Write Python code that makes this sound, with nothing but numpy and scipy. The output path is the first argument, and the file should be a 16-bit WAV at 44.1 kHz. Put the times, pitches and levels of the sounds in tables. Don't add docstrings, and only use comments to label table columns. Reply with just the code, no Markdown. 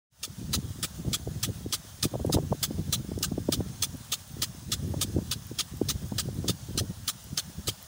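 import sys
import numpy as np
from scipy import signal
from scipy.fft import rfft, irfft, next_fast_len
from scipy.io import wavfile
from scipy.ndimage import uniform_filter1d

SR = 44100
rng = np.random.default_rng(int(sys.argv[2]) if len(sys.argv) > 2 else 0)


def bounce(signal):
    frames = np.transpose(np.atleast_2d(signal))
    limited = np.clip(frames, -1, 1)
    pcm = np.round(limited * 32767).astype(np.int16)
    wavfile.write(sys.argv[1], SR, pcm)


N = 347067
TIME = np.arange(N) / SR
START_S = 0.099
FADE_IN = np.clip((TIME - START_S) / 0.28, 0, 1)

# (time [s], level [dB])
WIND_STRENGTH = [(0.13, -72.5), (0.27, -47.5), (0.56, -33.5), (0.92, -44.5), (1.08, -34), (1.22, -45),
                 (1.28, -36.0), (1.7, -42.5), (1.73, -49.5), (1.99, -50), (2.08, -41.5), (2.33, -29),
                 (2.62, -43), (2.77, -32), (2.88, -35), (3.5, -39), (3.54, -34), (4.24, -53.5),
                 (4.38, -39.5), (4.6, -47.5), (4.7, -35), (5.15, -34.0), (5.62, -50), (5.82, -35.5),
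                 (6.34, -37.5), (6.48, -30), (6.58, -45), (6.8, -33.5), (7.23, -54), (7.27, -46),
                 (7.67, -46.5), (7.86, -62)]
# (time [s], thump [dB], pitch [Hz], half length [cycles], puff [dB], swell of the rumble [dB])
STRONG_EDDIES = [(0.417, -25, 242, 0.52, -61, -44), (0.578, -19, 238, 0.4, -50, -40),
                 (1.052, -23.5, 281, .5, -45, -46), (1.085, -18.5, 262, 0.76, -46, -31),
                 (1.276, -19, 460, 0.62, -41.5, -32), (1.481, -23, 220, 0.55, -50, -31),
                 (1.664, -19.5, 326, 0.75, -53, -36), (2.056, -12, 272, 0.57, -39.5, -31),
                 (2.141, -15.5, 414, .45, -32.5, -50), (2.156, -14.5, 544, .45, -36.5, -50),
                 (2.2, -21.5, 380, 0.54, -37, -34), (2.251, -14, 370, 1, -34, -42),
                 (2.299, -13.5, 344, 0.59, -28.5, -39), (2.35, -14, 303, 0.4, -30.5, -31),
                 (2.372, -15, 374, .5, -27.5, -30), (2.387, -9, 445, 0.45, -31, -35),
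                 (2.527, -13, 700, .6, -27, -31.5), (2.711, -20, 255, .5, -41, -45),
                 (3.119, -20, 294, .5, -41, -48), (3.179, -18, 310, 0.44, -44, -45),
                 (3.322, -16, 220, 0.78, -41, -37), (3.382, -13, 330, 0.77, -36.5, -34.5),
                 (3.491, -7.5, 320, 0.65, -28, -46), (3.607, -15, 293, 0.45, -34.5, -32),
                 (3.95, -23.5, 201, 0.84, -51, -36.5), (4.888, -22, 200, .5, -54, -30),
                 (4.943, -21, 325, 0.45, -34.5, -35), (5.167, -13.5, 303, 0.55, -48, -39),
                 (5.187, -13, 240, .6, -34, -27), (5.517, -21, 306, 0.52, -52, -40.5),
                 (5.817, -7.5, 334, 0.57, -37, -52), (6.123, -19, 214, 0.58, -37.5, -44),
                 (6.289, -20, 403, 0.43, -49, -31), (6.445, -20, 323, 0.62, -38, -41),
                 (6.497, -15.5, 365, 0.54, -57, -42.5), (6.778, -16.5, 291, 0.46, -45, -44),
                 (6.812, -22, 320, 0.6, -39, -38), (7.331, -29, 200, 0.63, -63, -40.5),
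                 (7.59, -26.5, 158, 0.7, -65, -41.5), (7.686, -20, 375, 0.73, -46, -31.5)]
# (time [s], spray level [dB], slap level [dB])
ARM_STROKES = [(0.2314, -29.5, -27), (0.5325, -22, -30), (0.8291, -22, -29), (1.1318, -21.5, -24),
               (1.4302, -22.5, -21), (1.7267, -20.5, -33), (2.0277, -21.5, -16.5), (2.3256, -22.5, -21),
               (2.6285, -21.5, -18.5), (2.9264, -21.5, -22.5), (3.2279, -23, -18), (3.5226, -23, -17),
               (3.8238, -22.5, -17), (4.1201, -22, -20.5), (4.4199, -22, -17), (4.7189, -22, -22),
               (5.0131, -22.5, -20.5), (5.313, -25, -18.5), (5.588, -23, -25), (5.8882, -22.5, -22),
               (6.1833, -22.5, -23.5), (6.482, -22.5, -20.5), (6.7768, -23, -40), (7.078, -23, -20.5),
               (7.375, -23.5, -20), (7.674, -23, -33)]


def from_db(db):
    return 10 ** (np.asarray(db) / 20)


def rms_one(x):
    return x / np.sqrt(np.mean(x ** 2) + 1e-20)


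def evened(sound, size):
    sound = rms_one(sound)
    return sound / np.sqrt(uniform_filter1d(sound ** 2, size=size) + .04)


def drift(rate_hz):
    size = next_fast_len(N)
    hz = np.arange(size // 2 + 1) * SR / size
    spectrum = rfft(rng.standard_normal(size)) / (1 + (hz / rate_hz) ** 2)
    return rms_one(irfft(spectrum, size)[:N])


def coloured(source, colour, resonances=()):
    size = next_fast_len(N)
    hz = np.maximum(np.arange(size // 2 + 1) * SR / size, 1)
    colour_hz, colour_db = np.transpose(colour)
    db = np.interp(np.log(hz), np.log(colour_hz), colour_db)
    for centre, width, lift in resonances:
        db = db + lift / (1 + (2 * (hz - centre) / width) ** 2)
    bass_cut = np.minimum(hz / colour_hz[0], 1) ** 2
    return rms_one(irfft(rfft(source, size) * from_db(db) * bass_cut, size)[:N])


def droplets(spread_db):
    return rng.standard_normal(N) * from_db(spread_db * np.clip(drift(1400), -2.5, 2.5))


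def shimmering(sound, depth_db, patch_hz=130, patch_s=0.037):
    hz, s, frames = signal.stft(sound, SR, nperseg=1024)
    patches = rng.standard_normal(frames.shape)
    for axis, memory in enumerate([np.exp(-hz[1] / patch_hz), np.exp(-s[1] / patch_s)]):
        patches = signal.lfilter([1], [1, -memory], patches, axis=axis)
    gains = from_db(depth_db * rms_one(patches))
    return rms_one(signal.istft(frames * gains, SR)[1][:N])


def around(s, before, after):
    span = slice(max(int((s - before) * SR), 0), min(int((s + after) * SR), N))
    return span, TIME[span] - s


def bell(t, half_length):
    return np.exp(-.5 * (t / half_length) ** 2)


def jet(level_db=-49, flutter_db=0.68):
    # (frequency [Hz], level [dB])
    jet_colour = [(150, -23), (600, 0), (1100, -1.5), (1700, -2.5), (2300, -8.5), (3500, -1), (4400, -4),
                  (6400, -2), (7900, -4.5), (9500, -2), (11500, -11), (13900, -16), (14600, -1.5),
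                  (15700, -2)]
    # (frequency [Hz], width [Hz], boost [dB])
    nozzle_resonances = [(3830, 690, -1), (5160, 730, 2), (6400, 490, 3), (9100, 500, -1), (12400, 700, 5)]
    mist = shimmering(droplets(spread_db=0.5), depth_db=1.7)
    hiss = coloured(mist, jet_colour, nozzle_resonances)
    return from_db(level_db + flutter_db * drift(9.4)) * hiss


def wind(rumble_db=1.5, eddy_db=-44, eddy_growth=1.85, breeze_db=-56, swell_s=0.017):
    # (frequency [Hz], level [dB])
    rumble_colour = [(20, -19), (32, -29), (45, -10.5), (62, -2), (90, 2), (150, -0.5), (220, -8.5),
                     (350, -27), (600, -37.5), (1200, -74)]
    # (frequency [Hz], level [dB])
    eddy_colour = [(100, -6.5), (200, 0.5), (320, -1.5), (500, -13), (800, -25), (1200, -83), (2500, -64)]
    # (frequency [Hz], level [dB])
    breeze_colour = [(30, -14), (60, -3.5), (110, -6.5), (250, -21), (800, -51)]
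    strength = from_db(np.interp(TIME, *np.transpose(WIND_STRENGTH)) - 1)
    for s, *_, swell_db in STRONG_EDDIES:
        span, t = around(s, .1, .1)
        strength[span] = np.hypot(strength[span], from_db(swell_db) * bell(t, swell_s))
    level_db = 20 * np.log10(strength)
    lumps = np.clip(drift(23), -2, 2)
    rumble = evened(from_db(4.5 * lumps) * coloured(rng.standard_normal(N), rumble_colour), size=5000)
    eddies = evened(from_db(7 * lumps) * coloured(rng.standard_normal(N), eddy_colour), size=6000)
    breeze = from_db(breeze_db) * FADE_IN * coloured(rng.standard_normal(N), breeze_colour)
    growth_db = eddy_growth * (level_db + 35)
    return from_db(level_db + rumble_db) * rumble + from_db(eddy_db + growth_db) * eddies + breeze


def spray(graze_db=-26.5, slap_db=-2, ragged_db=0.63, mist_hz=6500):
    # (time after contact [s], level [dB])
    sheet_shape = [(-.01, -36.5), (-.004, -34), (-.0015, -9), (.001, -4), (.006, -3.5), (0.011, -2.5),
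                   (0.022, -4), (.027, -10.5), (0.033, -17), (.046, -35.5), (0.081, -43)]
    # (frequency [Hz], level [dB])
    spray_colour = [(300, -8.5), (900, -15.5), (1600, -9.5), (2100, -13), (3100, -0.5), (4900, -2.5),
                    (7000, -3.5), (8200, -3), (9500, -2), (11500, -10), (13900, -14.5), (14600, 0),
                    (15700, -4)]
    # (frequency [Hz], width [Hz], boost [dB])
    arm_resonances = [(3404, 110, 5.5), (3630, 120, 4), (4060, 55, 9.5), (5040, 170, 5.5), (5580, 200, 1),
                      (6400, 310, 6), (7400, 270, 2.5), (8450, 300, 0.5), (14700, 250, -5)]
    # (frequency [Hz], level [dB])
    slap_colour = [(500, -12), (1100, -30), (1750, -10), (2300, -26), (3300, -4.5), (5100, 3.5),
                   (5950, -4.5), (6400, -8), (6950, -16), (7600, -0.5), (8300, -17), (10000, -28),
                   (13000, -22), (15000, -4.5)]
    # (time [s], boost of treble over bass [dB])
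    brightness = [(0.3, 0.5), (1.1, -2.5), (2.8, 1.5), (4.4, -1), (5.1, -3), (6.2, -4), (6.8, -1),
                  (7.7, -4)]
    graze, slap, sheet = np.zeros((3, N))
    for s, spray_level, slap_level in ARM_STROKES:
        span, t = around(s, .04, .09)
        graze[span] += from_db(spray_level + graze_db) * bell(t + 0.0057, half_length=0.0055)
        slap[span] += from_db(slap_level + slap_db) * bell(t - 0.003, half_length=0.0014)
        sheet[span] += from_db(spray_level + np.interp(t, *np.transpose(sheet_shape)))
    flow = np.hypot(sheet, graze) * from_db(ragged_db * drift(450))
    drops = shimmering(droplets(spread_db=2), depth_db=3.5)
    water = flow * coloured(drops, spray_colour, arm_resonances)
    water += slap * evened(coloured(droplets(spread_db=6.5), slap_colour), size=130)
    bright_db = np.interp(TIME, *np.transpose(brightness))
    coarse = signal.sosfiltfilt(signal.butter(2, mist_hz, fs=SR, output="sos"), water)
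    mist = water - coarse
    return coarse * from_db(-bright_db / 2) + mist * from_db(bright_db / 2)


def frame_knock(knock_db=-16, scatter_s=0.00055, detune=0.0029):
    # (pitch [Hz], level [dB], delay after the stroke [s], half length [s])
    frame_tones = [(1256, 4, .012, 0.0031), (1830, -9, 0.01, 0.0042)]
    knocks = np.zeros(N)
    for s, spray_level, _ in ARM_STROKES:
        span, t = around(s, .02, .05)
        for hz, db, delay, half_length in frame_tones:
            late, sharp, phase = rng.standard_normal(3)
            tone = np.sin(2 * np.pi * (hz * (1 + detune * sharp) * t + phase))
            shape = bell(t - delay - scatter_s * late, half_length)
            knocks[span] += from_db(spray_level + knock_db + db) * shape * tone
    return knocks


def weak_eddies(per_second=8, scatter_db=4.5, typical_hz=273, spread_octaves=.25, half_cycles=0.64):
    chance, size, speed = rng.random((int(N / SR * 100), 3)).T
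    s = np.linspace(0, TIME[-1], len(chance), endpoint=False)
    thump_db = np.interp(s, *np.transpose(WIND_STRENGTH)) + 8 + scatter_db * (2 * size - 1)
    puff_db = thump_db - 27.5
    hz = typical_hz * 2 ** (spread_octaves * (2 * speed - 1))
    rows = np.transpose([s, thump_db, hz, np.full_like(s, half_cycles), puff_db])
    return list(rows[chance < per_second * s[1]])


def wind_thumps(slowing=0.4, thump_db=-5, puff_s=0.0035):
    # (frequency [Hz], level [dB])
    puff_colour = [(300, 8), (550, 19), (830, 10.5), (1200, -5), (2400, -24), (5000, -70)]
    thumps, puffs = np.zeros((2, N))
    churning = coloured(rng.standard_normal(N), puff_colour)
    for s, db, hz, half_cycles, puff_db, *_ in list(STRONG_EDDIES) + weak_eddies():
        span, t = around(s, .015, .03)
        cycles = np.log(np.maximum(1 + slowing * hz * t, 1e-3)) / slowing
        swing = np.sin(2 * np.pi * (cycles + rng.random()))
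        thumps[span] += from_db(db + thump_db) * bell(cycles, half_cycles) * swing
        puffs[span] += from_db(puff_db) * bell(t, puff_s)
    return thumps + puffs * evened(churning, size=300)


def stray_drops(half_length_s=0.00074, roughness=0.53):
    # (time [s], level [dB], pitch [Hz])
    landings = [(2.264, -35, 9700), (3.189, -33, 7740), (3.971, -42, 12500), (4.049, -44, 10900),
                (4.278, -43, 11500), (4.323, -43, 13000), (4.878, -45, 12000), (4.894, -43, 13000),
                (5.469, -37, 13500), (5.771, -40, 11400), (6.086, -42, 13000), (6.345, -43, 13000),
                (7.242, -39, 13000), (7.828, -34, 15200)]
    ticks = np.zeros(N)
    spatter = roughness * drift(1400)
    for s, db, hz in landings:
        span, t = around(s, .005, .005)
        rough_tone = np.sin(2 * np.pi * hz * t + np.pi * spatter[span])
        ticks[span] += from_db(db) * bell(t, half_length_s) * rough_tone
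    return ticks


def scene():
    sprinkler = spray() + frame_knock() + FADE_IN * jet() + stray_drops()
    mono = sprinkler + wind() + wind_thumps()
    return np.array([mono, mono])


def record(dry, low_cut_hz=38, high_cut_hz=15730):
    opened = dry * np.clip((TIME - START_S) / 0.024, 0, 1)
    thinned = signal.sosfilt(signal.butter(2, low_cut_hz, "high", fs=SR, output="sos"), opened)
    return signal.sosfilt(signal.ellip(12, .1, 75, high_cut_hz, fs=SR, output="sos"), thinned)


dry = scene()
out = record(dry)
bounce(out)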